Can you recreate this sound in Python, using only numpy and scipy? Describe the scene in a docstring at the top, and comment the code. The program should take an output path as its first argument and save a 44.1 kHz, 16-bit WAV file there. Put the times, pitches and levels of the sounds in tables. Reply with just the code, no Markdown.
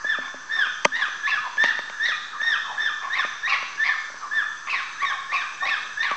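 """A monkey in the canopy gives short arched whistles, nearly three a second: near sines whose pitch climbs and
plunges, and which in most calls break into a rasp. Hoarse low notes (harmonics and throat noise), many under a
break where the cracking voice adds a rough lower pitch, and far moans (sliding tones) join them; dense decaying
echoes let the forest ring after every call. A cricket chirps and insects buzz high (narrow noise bands) over a
faint leafy hiss (shaped noise); fingers knock on the body of a hand-held camera, once hard (decaying modes)."""
import sys
import numpy as np
from scipy import signal
from scipy.fft import rfft
from scipy.io import wavfile
from scipy.ndimage import uniform_filter1d

SR = 44100
rng = np.random.default_rng(int(sys.argv[2]) if len(sys.argv) > 2 else 0)


def master(y):
    """Save y as 16-bit WAV."""
    cut = np.clip(np.atleast_2d(y).T, -1, 1)
    pcm = np.round(cut * 32767)  # scale
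    wavfile.write(sys.argv[1], SR, pcm.astype(np.int16))


def magnitude_from_level(level_db):
    """Linear magnitude for a level in decibels (20 dB per decade)."""
    exponent = np.asarray(level_db, float) / 20
    return 10 ** exponent


N = 271656  # length in samples

# Whistles. Each row: start in seconds, length up to the foot of the plunge in seconds, top pitch in Hz,
# time constant of the plunge in seconds, opening level in dB, closing level in dB, step per overtone in dB.
WHISTLES = [(.045, .108, 1810, .017, -26, -22, -12), (.495, .168, 1870, .042, -27, -20.5, -10),
            (.922, .138, 1900, .028, -26, -21, -11), (1.235, .143, 1760, .018, -24, -22.5, -11),
            (1.58, .142, 1810, .015, -20, -22.5, -11), (2.0, .123, 1880, .018, -25, -19, -9),
            (2.4, .16, 1870, .022, -24, -20, -9.5), (2.78, .118, 1840, .02, -22, -23.5, -10),
            (3.105, .132, 1930, .024, -25, -23, -9), (3.435, .132, 1980, .018, -26, -26, -8),
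            (3.782, .16, 1790, .012, -24, -23, -16), (4.315, .113, 1850, .024, -26, -21, -16),
            (4.668, .148, 2030, .028, -35, -26.5, -9), (4.985, .145, 1900, .024, -32, -27, -9),
            (5.29, .15, 1960, .025, -32, -26.5, -9), (5.6, .17, 1900, .028, -31, -25, -9),
            (5.975, .13, 1880, .03, -28, -24, -10)]
# Breaks, where the voice leaps up and cracks inside a whistle. Each row: start in seconds, length in seconds,
# pitch after the leap in Hz, pitch before the return in Hz, level in dB, added roughness (capped later),
# depth of the strong-weak pulsing (0-1).
BREAKS = [(.95, .066, 1930, 1922, -31, 0.65, 0.5), (1.266, .05, 2600, 2731, -27, .8, 0.4),
          (1.626, .065, 1850, 1817, -21.5, 0.56, 0.29), (2.045, 0.042, 1950, 1902, -26, .5, 0.08),
          (3.139, .045, 2250, 2029, -28.5, 0.7, 0.4), (3.469, .078, 2850, 2100, -21.5, 0.65, 0.47),
          (3.834, .055, 2250, 2105, -24.5, 1.1, .35), (4.682, .075, 2708, 2100, -24.5, .65, 0.2),
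          (5.004, 0.048, 2210, 2256, -25, 0.36, 0.3), (5.317, .058, 2700, 2390, -23, 0.6, 0.3),
          (5.65, .055, 2250, 2600, -25, 0.8, 0.5), (6.015, .045, 1950, 1885, -26.5, 0.7, 0.4)]
# Throat response, with dips that a falling partial drops through. Each row: frequency in Hz, gain in dB.
THROAT = [(1200, 0), (1400, -5), (1650, 0), (2450, -2), (2750, -5), (2900, -18), (3150, -3), (3900, 0),
          (4400, -18), (5000, 0), (5600, -2), (6200, -14)]
# Hoarse low notes, many under a break, where the cracking voice adds a rough lower pitch. Each row: start in
# seconds, level in dB, length in seconds, middle pitch in Hz, step per overtone in dB, roughness (0-1).
LOW_NOTES = [(0.206, -40.5, 0.09, 1200, -12.5, .8), (.56, -37.5, 0.054, 1175, -19.5, .9),
             (0.985, -35, .07, 1120, -16, .75), (1.266, -29, 0.038, 1134, -12, .5),
             (1.318, -44, 0.038, 1000, -28, .9), (2.05, -47, .05, 928, -29, .9),
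             (2.436, -40.5, .06, 900, -18.5, .8), (3.01, -33, 0.089, 1117, -15.5, .6),
             (3.155, -30, 0.066, 1120, -10, .65), (3.466, -28, .11, 1120, -12, .75),
             (3.84, -31, 0.075, 956, -10, .95), (4.666, -32, 0.035, 1150, -8, .6),
             (4.725, -27.5, 0.04, 1090, -8, .75), (5.015, -25.5, .045, 1120, -14, .2),
             (5.092, -31, 0.068, 1120, -23, .45), (5.315, -26, .06, 1120, -12, .45),
             (5.615, -29.5, .085, 1020, -22, .95), (6.015, -33, 0.09, 913, -6, .9),
             (6.1, -27, .05, 1150, -14, .3)]
# Throat resonances of a low note. Each row: frequency in Hz, width of one smoothing stage in Hz, level in dB.
LOW_NOTE_THROAT = [(798, 100, -5.5), (1104, 120, 12.5), (2310, 530, 20), (3900, 1000, -21)]
# Falling moans. Each row: start in seconds, level in dB, length in seconds, first pitch in Hz, last pitch in Hz.
MOANS = [(1.43, -31.5, 0.057, 1132, 960), (2.325, -35.5, 0.058, 1270, 1080),
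         (2.625, -34.5, 0.12, 1250, 765), (4.2, -35, .075, 1241, 1083), (4.615, -47, 0.046, 1550, 1210)]
# Reverberation of the forest. Each row: frequency in Hz, time to decay by 60 dB in seconds.
FOREST_DECAY = [(600, 0.6), (1200, 0.81), (2000, 0.66), (4000, 1.035), (7000, 0.59)]
# Knocks. Each row: start in seconds, strength in dB, tilt of the modes above 600 Hz in dB per octave,
# level of the hollow after-ring in dB.
KNOCKS = [(.045, -33, -5, -63), (.185, -29.5, -21, -41.5), (.342, -34, -8, -45), (0.669, -43.5, 8, -54),
          (0.8479, -34.5, 12, -57), (.8507, -20.5, 9.5, -32), (.8527, -13, 5.5, -29.5),
          (1.082, -43, 7, -83), (1.571, -41, 8, -73), (1.639, -24, 7, -43.5), (1.79, -32, 5, -52.5),
          (1.898, -39, 7.5, -70), (2.088, -39, 2, -67), (2.415, -42, 8, -73), (3.247, -30.5, -7, -56),
          (3.626, -37.5, 3.5, -59), (4.1, -42, -7, -64), (4.141, -43, -3, -56), (5.028, -43, 9.5, -63),
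          (6.113, -29.5, 6, -66)]
# Modes of the camera body. Each row: nominal frequency in Hz, relative level in dB, 60 dB decay in seconds.
BODY_MODES = [(202, -2.5, 0.028), (375, -1.5, 0.02), (577, 5.5, 0.026), (918, 4.5, 0.019),
              (1206, -3, 0.051), (1600, -6, 0.011), (2157, 8.5, 0.0046), (3140, -16, 0.022),
              (4500, -11, 0.0036), (6125, -20, 0.0089)]
# Spectrum of the hiss. Each row: frequency in Hz, relative level in dB per Hz.
HISS_SPECTRUM = [(15, -42), (25, -27.5), (47, -40), (85, -29), (724, -26), (1100, -12.5), (1510, -10.5),
                 (1740, -5), (1970, -23.5), (3450, -31.5), (4300, -27), (5300, -26), (6200, -25.5),
                 (8510, -43), (11100, -82.5), (18700, -120)]
# Lower insect bands. Each row: frequency in Hz, width of one smoothing stage in Hz, relative level in dB.
INSECTS = [(5755, 290, -6.5), (6030, 130, -3)]
# Swells and rests of the lower insect bands. 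Each row: time in seconds, gain in dB.
CHORUS_SWELL = [(0.0, -58), (1.1, -54), (1.97, -60.5), (2.25, -63), (2.6, -58.5), (3.6, -53), (4.3, -57.5),
                (5.4, -60.5), (6.16, -56)]
# Swells and rests of the higher insect band. Each row: time in seconds, level in dB before the throb.
HIGH_BUZZ_SWELL = [(0, -76.5), (3.9, -76), (4.3, -68), (5.6, -64.5), (6.16, -69)]
# Chirps of the cricket. Each entry: start in seconds.
CHIRPS = [-.16, .25, .67, 1.08, 1.5, 1.93, 2.36, 2.78, 3.19, 3.6, 4.0, 4.45, 4.88, 5.33, 5.8]


def evened(x):
    """Power normalisation: scales to rms 1."""
    return x / np.sqrt(np.mean(x ** 2) + 1e-20)


def read(points, hz):
    """Interpolation of a spectrum along a logarithmic frequency axis."""
    f, value = np.transpose(points)
    return np.interp(np.log(hz + 1), np.log(f + 1), value)


def add(mix, s, sound):
    """Superposition: lays a sound into the mix at s seconds."""
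    part = mix[round(s * SR):][:len(sound)]
    part += sound[:len(part)]


def resonate(x, hz, width):
    """Resonance by heterodyning: shifts hz down to zero, smooths twice and shifts back."""
    carrier = np.exp(2j * np.pi * np.cumsum(hz * np.ones(len(x))) / SR)
    r = np.exp(-np.pi * width / SR)
    smooth = signal.lfilter([(1 - r) ** 2], [1, -2 * r, r ** 2], x / carrier)
    return 2 * (carrier * smooth).real


def wobble(n, seconds):
    """Random modulation: white noise averaged over a short time, of rms 1."""
    return evened(uniform_filter1d(rng.standard_normal(n), max(round(seconds * SR), 2)))


def hiss():
    """Spectral shaping of noise: leaves and microphone noise as random short-time spectra with faint patches."""
    frames, hz = N // 512 + 5, np.fft.rfftfreq(2048, 1 / SR)
    real, imaginary, patches = rng.standard_normal((frames, 1025, 3)).T
    patches = evened(uniform_filter1d(uniform_filter1d(patches, 20, 0), 8, 1))
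    spectrum_db = read(HISS_SPECTRUM, hz)[:, None] + 1.5 * patches
    spectra = (real + 1j * imaginary) * magnitude_from_level(spectrum_db)
    noise = signal.istft(spectra, nperseg=2048, noverlap=1536)[1][:N]
    return magnitude_from_level(-39.5) * evened(noise)


def insects():
    """Amplitude modulation: a far chorus of narrow noise bands throbs fast while it swells and rests."""
    throb_hz, throb_depth = 40, .4
    t = np.arange(N) / SR
    low = sum(magnitude_from_level(db) * evened(resonate(rng.standard_normal(N), f, w)) for f, w, db in INSECTS)
    high = evened(resonate(rng.standard_normal(N), hz=7800, width=900))
    low *= magnitude_from_level(np.interp(t, *np.transpose(CHORUS_SWELL)))
    high *= magnitude_from_level(np.interp(t, *np.transpose(HIGH_BUZZ_SWELL)))
    return (1 + throb_depth * np.sin(2 * np.pi * throb_hz * t)) * (low + high)


def cricket():
    """Gated resonance: bursts of a narrow band of noise, heard as a fuzzy tone."""
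    chirp_s, ramp_s = 0.25, 0.022
    t = np.arange(N) / SR
    gate = sum(np.clip(np.minimum(t - s, s + chirp_s - t) / ramp_s, 0, 1) for s in CHIRPS)
    return magnitude_from_level(-53.5) * gate * evened(resonate(rng.standard_normal(N), hz=6105, width=110))


def contour(s, length, top_hz, plunge_s, opening_db, closing_db):
    """Exponential glides: time, pitch, level, plunge 0-1, strain and pulsing of a whistle and any break in it."""
    opening_hz, climb_s, foot_hz, linger_s = 1674, 0.02181, 1221.5, 0.022
    leap_s, return_s = .022, .004
    t = np.arange(-.008, length + linger_s + 0.017, 1 / SR)
    # the pitch climbs to the top, then plunges ever faster to its foot and lingers there
    plunge = np.exp(np.minimum(t - length, 0) / plunge_s)
    climb = (top_hz - opening_hz) * np.exp(-np.maximum(t, 0) / climb_s)
    hz = top_hz - climb - (top_hz - foot_hz) * plunge
    # the level reaches its closing value a little before the foot, then sinks
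    level_db = np.interp(t, [0, length - 0.035, length, length + linger_s],
                         [opening_db, closing_db, closing_db - 7, closing_db - 16.5])
    strain, pulsing = np.zeros((2, len(t)))
    for at, span, up_hz, back_hz, db, rough, depth in BREAKS:
        u = s + t - at
        leap = np.clip(np.minimum(u / leap_s, (span - u) / return_s), 0, 1)
        hz += leap * (np.interp(u, [leap_s, span - return_s], [up_hz, back_hz]) - hz)
        level_db += leap * (db - level_db)
        strain += leap * rough
        pulsing += leap * depth
    return t, *(uniform_filter1d(c, size=200) for c in (hz, level_db, plunge, strain, pulsing))


def whistle(s, length, top_hz, plunge_s, opening_db, closing_db, steady_db):
    """Additive synthesis: a near sine and two overtones; a break brings rasps of noise around each partial,
    and alternately strong and weak pulses add lines half-way between the partials (period doubling)."""
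    most_rough, hoarse = .85, .12  # roughness 0-1: highest, and of the unbroken voice
    t, hz, level_db, plunge, strain, pulsing = contour(s, length, top_hz, plunge_s, opening_db, closing_db)
    # overtones are faint at the opening, gain in the plunge and thin out in a high voice
    step_db = steady_db - 13.5 * np.clip(1 - t / 0.035, 0, 1) + 5 * plunge
    step_db -= 16 * np.clip((hz - 1950) / 400, 0, 1)
    warm = np.clip(t / .03, 0, 1)  # the basic hoarseness sets in gradually
    rough = np.clip(hoarse * warm + strain + .25 * plunge, .05, most_rough)
    turns = np.cumsum(hz * (1 + 0.0403 * rough * wobble(len(t), .003))) / SR
    third_db = 2 * step_db - 1 - 16 * plunge  # the plunge weakens the third partial
    voice = 0
    for k, db in enumerate([0, step_db, third_db]):
        partial_hz = (k + 1) * hz
        rasp = evened(resonate(rng.standard_normal(len(t)), partial_hz, (k + 1) * 280))
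        frayed = np.minimum(rough * (1 + k / 3), most_rough)  # overtones fray first
        tone = np.sqrt(2) * np.sin(2 * np.pi * (k + 1) * turns)
        blend = np.sqrt(1 - frayed ** 2) * tone + frayed * rasp
        voice = voice + magnitude_from_level(db + read(THROAT, partial_hz)) * blend
    voice *= 1 + pulsing * np.cos(np.pi * turns)
    # air rushes through the strained throat
    breath = resonate(rng.standard_normal(len(t)), hz=4500, width=2000)
    breath = resonate(breath, hz=4500, width=2000)
    voice += strain * magnitude_from_level(-15) * evened(breath)
    voice *= 1 + .28 * wobble(len(t), .008)  # leaves in the path make the level flutter
    return s + t[0], magnitude_from_level(level_db) * voice * signal.windows.tukey(len(t), .15)


def forest(x):
    """Reverberation by scattering: trunks and leaves return dense random echoes, decaying faster in some bands."""
    echoes = np.zeros(N)
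    for k in range(3):  # three sets of echoes take turns, so that no two calls ring alike
        hz, t, spectra = signal.stft(rng.standard_normal(SR + SR // 2), SR, nperseg=256)
        swell = np.clip(t / 0.0024, 0, 1)
        decay = magnitude_from_level(-60 * t / read(FOREST_DECAY, hz)[:, None])
        tail = signal.istft(spectra * swell * decay, SR, nperseg=256)[1]
        tail = tail / np.sqrt(np.mean(abs(rfft(tail)[1500:4500]) ** 2))  # unit gain about the calls' pitch
        share = np.sqrt(2 / 3) * np.cos(np.pi * (np.arange(N) / SR + k / 3))
        echoes += signal.fftconvolve(x * share, tail)[:N]
    return echoes


def knock(s, strength_db, tilt_db, hollow_db):
    """Modal synthesis: a tap rings the camera body's modes; a soft finger leaves the high ones quiet."""
    t = np.arange(round(.2 * SR)) / SR
    ring = np.zeros(len(t))
    for k, (hz, db, t60) in enumerate(BODY_MODES):
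        mode_db = strength_db + db + tilt_db * np.log2(max(hz / 600, 1))
        tone = np.sin(2 * np.pi * hz * rng.uniform(1.0, 1.03) * t)
        ring += (-1) ** k * magnitude_from_level(mode_db - 60 * t / t60) * tone
    hollow_hz, hollow_t60 = 260.6, 0.3  # after-ring: Hz, 60 dB decay in s
    ring += magnitude_from_level(hollow_db - 60 * t / hollow_t60) * np.sin(2 * np.pi * hollow_hz * t)
    return s, ring * (1 - np.exp(-t / 0.00037))  # the contact builds up over a moment


def low_note(s, level_db, length, hz, step_db, rough):
    """Source and filter: harmonics, sagging the more the hoarser, blend with breath puffs that ring in the throat."""
    u = np.linspace(0, 1, round(length * SR))
    sag = 1 + .3 * rough * (.5 - u)
    waver = 1 + .07 * rough * wobble(len(u), .004)
    turns = np.cumsum(hz * sag * waver) / SR
    folds = sum(magnitude_from_level(k * step_db) * np.sin(2 * np.pi * (k + 1) * turns) for k in range(4))
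    puffs = rng.standard_normal(len(u)) * np.maximum(1 + 0.83 * wobble(len(u), 0.002), 0)
    breath = 0
    for throat_hz, width, db in LOW_NOTE_THROAT:
        slope_db = step_db * np.log2(throat_hz / hz)
        breath = breath + magnitude_from_level(db + slope_db) * evened(resonate(puffs, throat_hz, width))
    voice = (1 - rough) * evened(folds) + rough * evened(breath)
    return s, magnitude_from_level(level_db) * evened(voice) * signal.windows.tukey(len(u), .4)


def moan(s, level_db, length, from_hz, to_hz):
    """Frequency modulation: a wavering tone and its octave slide down, blended with noise around the pitch."""
    rough = .65  # share of noise 0-1
    hz = np.linspace(from_hz, to_hz, round(length * SR))
    turns = np.cumsum(hz * (1 + .03 * wobble(len(hz), .004))) / SR
    tone = np.sin(2 * np.pi * turns) + magnitude_from_level(-18) * np.sin(4 * np.pi * turns)
    rasp = resonate(rng.standard_normal(len(hz)), hz, width=220)
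    voice = (1 - rough) * evened(tone) + rough * evened(rasp)
    return s, magnitude_from_level(level_db) * evened(voice) * signal.windows.tukey(len(hz), .5)


def scene():
    """Superposition and clipping: near sounds overload the small microphone on the hardest knock
    and lose their bass; the background joins them."""
    calls, knocks = np.zeros((2, N))
    for table, voice in ((WHISTLES, whistle), (LOW_NOTES, low_note), (MOANS, moan)):
        for row in table:
            add(calls, *voice(*row))
    for row in KNOCKS:
        add(knocks, *knock(*row))
    ceiling = .62  # amplitude at which the microphone overloads
    near = np.clip(calls + magnitude_from_level(-1.5) * forest(calls) + knocks, -ceiling, ceiling)
    low_cut = signal.butter(N=4, Wn=180, btype="high", fs=SR, output="sos")
    near = signal.sosfilt(low_cut, near)
    return (near + hiss() + insects() + cricket())[None]


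def top_cut(x):
    """Nothing passes above the cut-off."""
    return signal.sosfilt(signal.butter(12, 8660, fs=SR, output="sos"), x)


def record(dry):
    """Linear filtering: a low-pass limits the band to 8600 Hz, and a small constant offset is added."""
    low_pass = signal.firwin(255, 8600, window=("kaiser", 9), fs=SR)
    narrow = signal.oaconvolve(dry, low_pass[None], "same")
    finished = narrow + .003
    return top_cut(finished)


dry = scene()
out = record(dry)
master(out)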